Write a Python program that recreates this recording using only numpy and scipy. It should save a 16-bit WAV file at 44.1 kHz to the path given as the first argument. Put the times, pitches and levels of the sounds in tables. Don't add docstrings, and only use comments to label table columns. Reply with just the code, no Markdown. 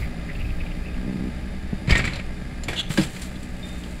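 import sys
import numpy as np
from scipy import signal
from scipy.fft import rfft, irfft
from scipy.io import wavfile

SR = 44100
rng = np.random.default_rng(int(sys.argv[2]) if len(sys.argv) > 2 else 0)


def inscribe(sig):
    pcm = np.round(np.clip(np.atleast_2d(sig).T, -1, 1) * 32767)
    wavfile.write(sys.argv[1], SR, pcm.astype(np.int16))


N = 176400
T = np.arange(N) / SR
RING_T = T[:SR // 2]
CYLINDERS, CUTOFF_HZ = 6, 15700
# (frequency [Hz], relative level [dB])
BLOCK_TONE = [(200, 4), (600, -10.5), (1100, -12), (2000, -4), (2400, -4.5), (2800, -9.5), (5100, -18),
              (6000, -19.5), (7500, -16), (10500, -26.5), (15000, -47)]


def amp(db):
    return 10 ** (np.asarray(db) / 20)


def unit(x):
    return x / np.sqrt(np.mean(x ** 2) + 1e-20)


def level(points):
    s, db = np.transpose(points)
    before = db[0] if s[0] < .5 else -120
    after = db[-1] if s[-1] > 3.5 else -120
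    return amp(np.interp(T, s, db, left=before, right=after))


def add(mix, s, sound):
    part = mix[max(round(s * SR), 0):][:len(sound)]
    part += sound[:len(part)]


def colour(x, points):
    f, db = np.transpose(points)
    hz = abs(np.fft.fftfreq(8192, 1 / SR))
    log_gain = np.log(amp(np.interp(np.log(hz + 1), np.log(f), db)))
    taps = np.fft.ifft(np.exp(np.conj(signal.hilbert(log_gain)))).real[:4096]
    return signal.fftconvolve(x, taps)[:len(x)]


def patchy(x, depth_db, patch_hz=500):
    hz = np.fft.rfftfreq(len(x), 1 / SR)[1::20]
    db = np.interp(hz, np.arange(200) * patch_hz, depth_db * rng.standard_normal(200))
    return colour(x, np.transpose([hz, db]))


def drift(rate_hz):
    lowpass = np.exp(-(np.fft.rfftfreq(N, 1 / SR) / rate_hz) ** 2)
    return unit(irfft(rfft(rng.standard_normal(N)) * lowpass, N))


def attack(rise_s):
    return 1 - np.exp(-RING_T / rise_s)


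def fade(t60):
    return np.exp(-np.log(1000) * RING_T / t60)


def burst(t60):
    return rng.standard_normal(len(RING_T)) * fade(t60)


def ring(modes):
    return sum(amp(db) * fade(t60) * np.sin(2 * np.pi * hz * RING_T) for hz, db, t60 in modes)


def grains(per_s, spread_db):
    sizes = amp(spread_db * np.minimum(rng.exponential(1, N), 4))
    return sizes * rng.choice([-1, 1], N) * (rng.random(N) < per_s / SR)


def cycles(zero_s=1.46):
    # (time [s], firing rate [Hz])
    speed = [(0, 57), (1.6, 64.7), (2.4, 62.5), (4, 62.7)]
    turns = np.cumsum(np.interp(T, *np.transpose(speed))) / SR / CYLINDERS
    return turns - np.interp(zero_s, T, turns)


def engine(waver=0.12):
    # (multiple of the cycle rate, level [dB])
    orders = [(6, -36), (9, -49), (12, -45), (17, -41), (18, -41), (23, -49), (24, -51), (29, -53),
              (30, -50), (42, -58)]
    # (time [s], gain [dB])
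    load = [(1.5, -1), (2.4, -3.5)]
    turns, phases = cycles(), rng.random(20)
    drone = np.zeros(N)
    for order, db in orders:
        phase = order * turns + phases[round(order / CYLINDERS)]
        drone += amp(db) * (1 + waver * drift(2.7)) * np.cos(2 * np.pi * phase)
    return np.sqrt(2) * amp(np.interp(T, *np.transpose(load))) * drone


def wash(pulse_depth=0.14, swell_db=.5, splash=0.33, plates_db=-5):
    # (frequency [Hz], relative level [dB])
    tone = [(50, -36), (120, -1.5), (260, -1.5), (470, -11.5), (760, -11.5), (1000, -21), (2200, -13.5),
            (2700, -22.5), (4200, -26), (10500, -26.5), (15000, -49)]
    # (time [s], level [dB])
    fader = [(0, -38.5), (4, -40)]
    pulse = 1 + pulse_depth * np.cos(2 * np.pi * CYLINDERS * cycles())
    hiss = rng.standard_normal(N) * pulse + splash * unit(grains(900, 9.5))
    plates = irfft(rfft(hiss) * rfft(burst(t60=0.1), N), N)
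    bed = colour(unit(hiss) + amp(plates_db) * unit(plates), tone)
    return level(fader) * amp(swell_db * drift(7)) * unit(bed)


def hauler():
    # (time [s], level [dB])
    fader = [(0, -61), (2.4, -54), (4, -68)]
    # (frequency [Hz], relative level [dB])
    tone = [(2000, -5), (3700, -2.5), (5400, -0.5), (8000, 3), (10400, 0.5), (15000, -23)]
    return level(fader) * unit(colour(rng.standard_normal(N), tone))


def wind():
    # (time [s], level [dB])
    gusts = [(0, -16), (.15, -36.5), (.4, -25), (.85, -31), (1.7, -34), (4, -37)]
    # (frequency [Hz], relative level [dB])
    tone = [(6, -15), (23, 0.5), (40, -7.5), (90, -14.5), (500, -55)]
    return level(gusts) * unit(colour(rng.standard_normal(N), tone))


def line(width_hz=600, slips_per_s=1200):
    # (time [s], length [s], level [dB], pitch [Hz])
    chirps = [(0, 0.074, -40, 2170), (0.277, 0.06, -39.5, 2040), (0.348, 0.017, -41, 2700),
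              (0.381, 0.058, -42.5, 2590), (0.444, 0.024, -39.5, 2520), (0.484, 0.037, -42.5, 2530),
              (0.593, 0.035, -40.5, 2530), (0.658, .018, -42, 2580), (0.707, 0.021, -43.5, 2620),
              (0.836, 0.075, -45, 2480), (.937, 0.013, -45.5, 2670)]
    out = np.zeros(N)
    for s, length, db, hz in chirps:
        t = np.arange(0, length, 1 / SR)
        slips = grains(slips_per_s, 1.9)[:len(t)]
        resonance = RING_T * np.exp(-np.pi * width_hz * RING_T) * np.sin(2 * np.pi * hz * RING_T)
        chirp = signal.fftconvolve(slips, resonance)[:len(t)]
        add(out, s, amp(db) * unit(chirp) * np.sin(np.pi * t / length))
    return out


def thud(hz, t60, rise_s):
    return ring([(hz, 0, t60)]) * attack(rise_s)


def shudder(uneven_db=1):
    # (time [s], level [dB])
    fader = [(.92, -29), (1.05, -14), (1.155, -9.5), (1.178, -25), (1.205, -10), (1.29, -11.5),
             (1.305, -60)]
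    firings = np.floor(CYLINDERS * cycles() + .04 * drift(40))
    beats = (np.diff(firings, append=0) == 1) * amp(uneven_db * drift(40))
    return level(fader) * signal.fftconvolve(beats, thud(hz=195, t60=.02, rise_s=.0011))[:N]


def hull():
    # (time [s], level [dB], pitch [Hz], t60 [s])
    knocks = [(1.731, -10.5, 190, 0.028), (1.881, -9, 137.6, 0.063), (1.908, -5, 158, 0.035),
              (1.919, -6.5, 46.8, 0.127), (2.903, -14.5, 150, 0.064)]
    out = np.zeros(N)
    for s, db, hz, t60 in knocks:
        add(out, s, -amp(db) * thud(hz, t60, rise_s=0.00026))
    return out


def grind(contacts_per_s=700):
    # (time [s], level [dB])
    fader = [(1.875, -33), (1.905, -23.5), (2.01, -25.5), (2.03, -34.5), (2.17, -33.5), (2.24, -47)]
    steel = burst(t60=0.069)
    grinding = signal.fftconvolve(grains(contacts_per_s, 1.1), steel)[:N]
    return level(fader) * unit(colour(grinding, BLOCK_TONE))


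def strikes(hits, modes, tone, modes_db, modes_t60, lead_db, lead_t60,
            rise_s, short_t60, tail_db, tail_t60, patchy_db):
    out = np.zeros(N)
    for s, db, lead_hz in hits:
        steel = rng.standard_normal(len(RING_T)) * (fade(short_t60) + amp(tail_db) * fade(tail_t60))
        dense = colour(patchy(steel * attack(rise_s), patchy_db), tone)
        shares = rng.choice([-1, 1], len(modes)) * amp(rng.standard_normal(len(modes)))
        singing = sum(share * ring([(*mode, modes_t60)]) for share, mode in zip(shares, modes))
        lead = ring([(lead_hz, lead_db, lead_t60)])
        add(out, s, amp(db) * (.05 * unit(dense) + amp(modes_db) * singing + lead))
    return out


def tackle():
    # (time [s], gain [dB], lead note [Hz])
    clanks = [(1.895, -12, 1830), (1.9067, -12.5, 3070), (1.922, -9, 2250), (1.931, -21.5, 2100),
              (1.9526, -8.5, 2020), (1.97, -17, 2310), (1.9925, -12, 2265), (2.0414, -16, 2295),
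              (2.052, -19, 2330), (2.0743, -15, 1980), (2.196, -26, 2390)]
    # (frequency [Hz], relative level [dB])
    modes = [(1658, -10), (1859, -3), (2140, -7), (2246, -5), (2340, -6), (2430, -8), (3440, -14)]
    return strikes(clanks, modes, BLOCK_TONE, modes_db=-15, modes_t60=0.14, lead_db=-8, lead_t60=0.052,
                   rise_s=0.0014, short_t60=0.04, tail_db=-16.5, tail_t60=0.52, patchy_db=0.8)


def ticks(peak_db=10, peak_octaves=0.095, slope_db=5):
    # (time [s], level [dB], resonance [Hz])
    contacts = [(1.9068, -18.5, 5000), (1.969, -32, 7500), (1.978, -23, 7540), (2.0505, -25, 7500),
                (2.067, -35, 4130), (2.1326, -31, 4030), (2.1556, -29.5, 4000), (2.635, -26, 7200),
                (2.685, -43, 7100), (2.975, -24.5, 4900), (3.0126, -26, 5000), (3.031, -23, 8350),
                (3.163, -33, 2360), (3.218, -25.5, 8800), (3.355, -39.5, 3430), (3.429, -34, 8100),
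                (3.686, -39, 7560), (3.835, -36, 3030)]
    out, hz = np.zeros(N), np.geomspace(200, CUTOFF_HZ, 100)
    top_cut_db = 30 * np.maximum(np.log2(hz / 10000), 0)
    for s, db, peak_hz in contacts:
        octaves = abs(np.log2(hz / peak_hz))
        eq_db = peak_db * np.exp(-(octaves / peak_octaves) ** 2) - slope_db * octaves - top_cut_db
        crack = unit(colour(rng.standard_normal(len(RING_T)), np.transpose([hz, eq_db])))
        add(out, s, amp(db) * fade(0.068) * attack(0.001) * crack)
    return out


def pings(damp_s=.006):
    # (time [s], pitch [Hz], level [dB], t60 [s], time until damped [s])
    wires = [(1.953, 1859, -14, .12, .2), (2.76, 6185, -40, .55, .4), (3.629, 3630, -37.5, .42, .041),
             (3.689, 3644, -44.5, .54, .4)]
    out = np.zeros(N)
    for s, hz, db, t60, free_s in wires:
        gate = np.clip((free_s - RING_T) / damp_s + 1, 0, 1)
        add(out, s, ring([(hz, db, t60)]) * gate)
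    return out


def pot():
    # (time [s], gain [dB], lead note [Hz])
    blows = [(2.683, -12.5, 2320), (2.7305, -19, 1650), (2.9046, -20, 3410), (2.9745, -10, 1635),
             (3.0123, -24.5, 2370), (3.034, -21.5, 2390)]
    # (frequency [Hz], relative level [dB])
    modes = [(1870, -3), (2370, -7), (3410, -3.5)]
    # (frequency [Hz], relative level [dB])
    tone = [(200, 7.5), (700, 2), (1150, -4), (2200, 1.5), (4500, -8), (8000, -4), (11000, -9.5),
            (15000, -32)]
    return strikes(blows, modes, tone, modes_db=-17.5, modes_t60=0.12, lead_db=-10, lead_t60=0.055,
                   rise_s=0.00049, short_t60=0.038, tail_db=3, tail_t60=0.27, patchy_db=2.0)


def scrape(slips_per_s=1400):
    # (time [s], level [dB])
    fader = [(2.745, -55), (2.768, -29), (2.787, -25.5), (2.81, -24), (2.825, -38), (2.89, -49.5)]
    # (frequency [Hz], relative level [dB])
    tone = [(1000, -17.5), (2500, -17), (2900, -0.5), (3300, 2.5), (3850, -8), (4900, -19), (7400, -11.5),
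            (9900, -15.5), (15000, -37)]
    slips = signal.fftconvolve(grains(slips_per_s, 1.6), burst(t60=.02))[:N]
    return level(fader) * unit(colour(slips, tone))


def rattle(spots=20, contacts_per_s=90):
    # (time [s], level [dB])
    fader = [(2.89, -42), (2.91, -29.5), (2.96, -34), (3.02, -32.5), (3.08, -43), (3.23, -36), (3.3, -46.5),
             (3.55, -49.5), (3.68, -44), (4, -47.5)]
    # (frequency [Hz], relative level [dB])
    tone = [(300, -13), (2300, -3.5), (5000, -6.5), (8300, 3.5), (11000, -3.5), (15000, -12.5)]
    rustle = np.zeros(N)
    for _ in range(spots):
        contacts = grains(contacts_per_s, 3.5)
        tick = patchy(burst(t60=.025), depth_db=2)
        rustle += signal.fftconvolve(contacts, tick)[:N]
    return level(fader) * unit(colour(rustle, tone))


def landing(at_s=2.98):
    # (frequency [Hz], relative level [dB], t60 [s])
    modes = [(150, -22, 0.27), (192, -10.5, 0.11), (316.4, -13, 0.11), (546, -19.5, 0.066)]
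    out = np.zeros(N)
    add(out, at_s, 2 * ring(modes) * attack(0.0078))
    return out


def scene():
    hits = tackle() + pot()
    bed = engine() + wash() + hauler() + wind()
    haul = shudder() + line() + hull() + grind() + ticks() + pings()
    aboard = scrape() + rattle() + landing()
    return (hits + bed + haul + aboard)[None]


def record(dry):
    # (frequency [Hz], gain [dB])
    housing = [(4600, 0.5), (5800, -8), (6600, -9.5), (7450, -4), (8400, -12.5), (10000, -9)]
    lowpass = signal.firwin(511, CUTOFF_HZ, window=("kaiser", 9), fs=SR)
    return signal.oaconvolve(colour(dry[0], housing), lowpass, "same")[None]


dry = scene()
out = record(dry)
inscribe(out)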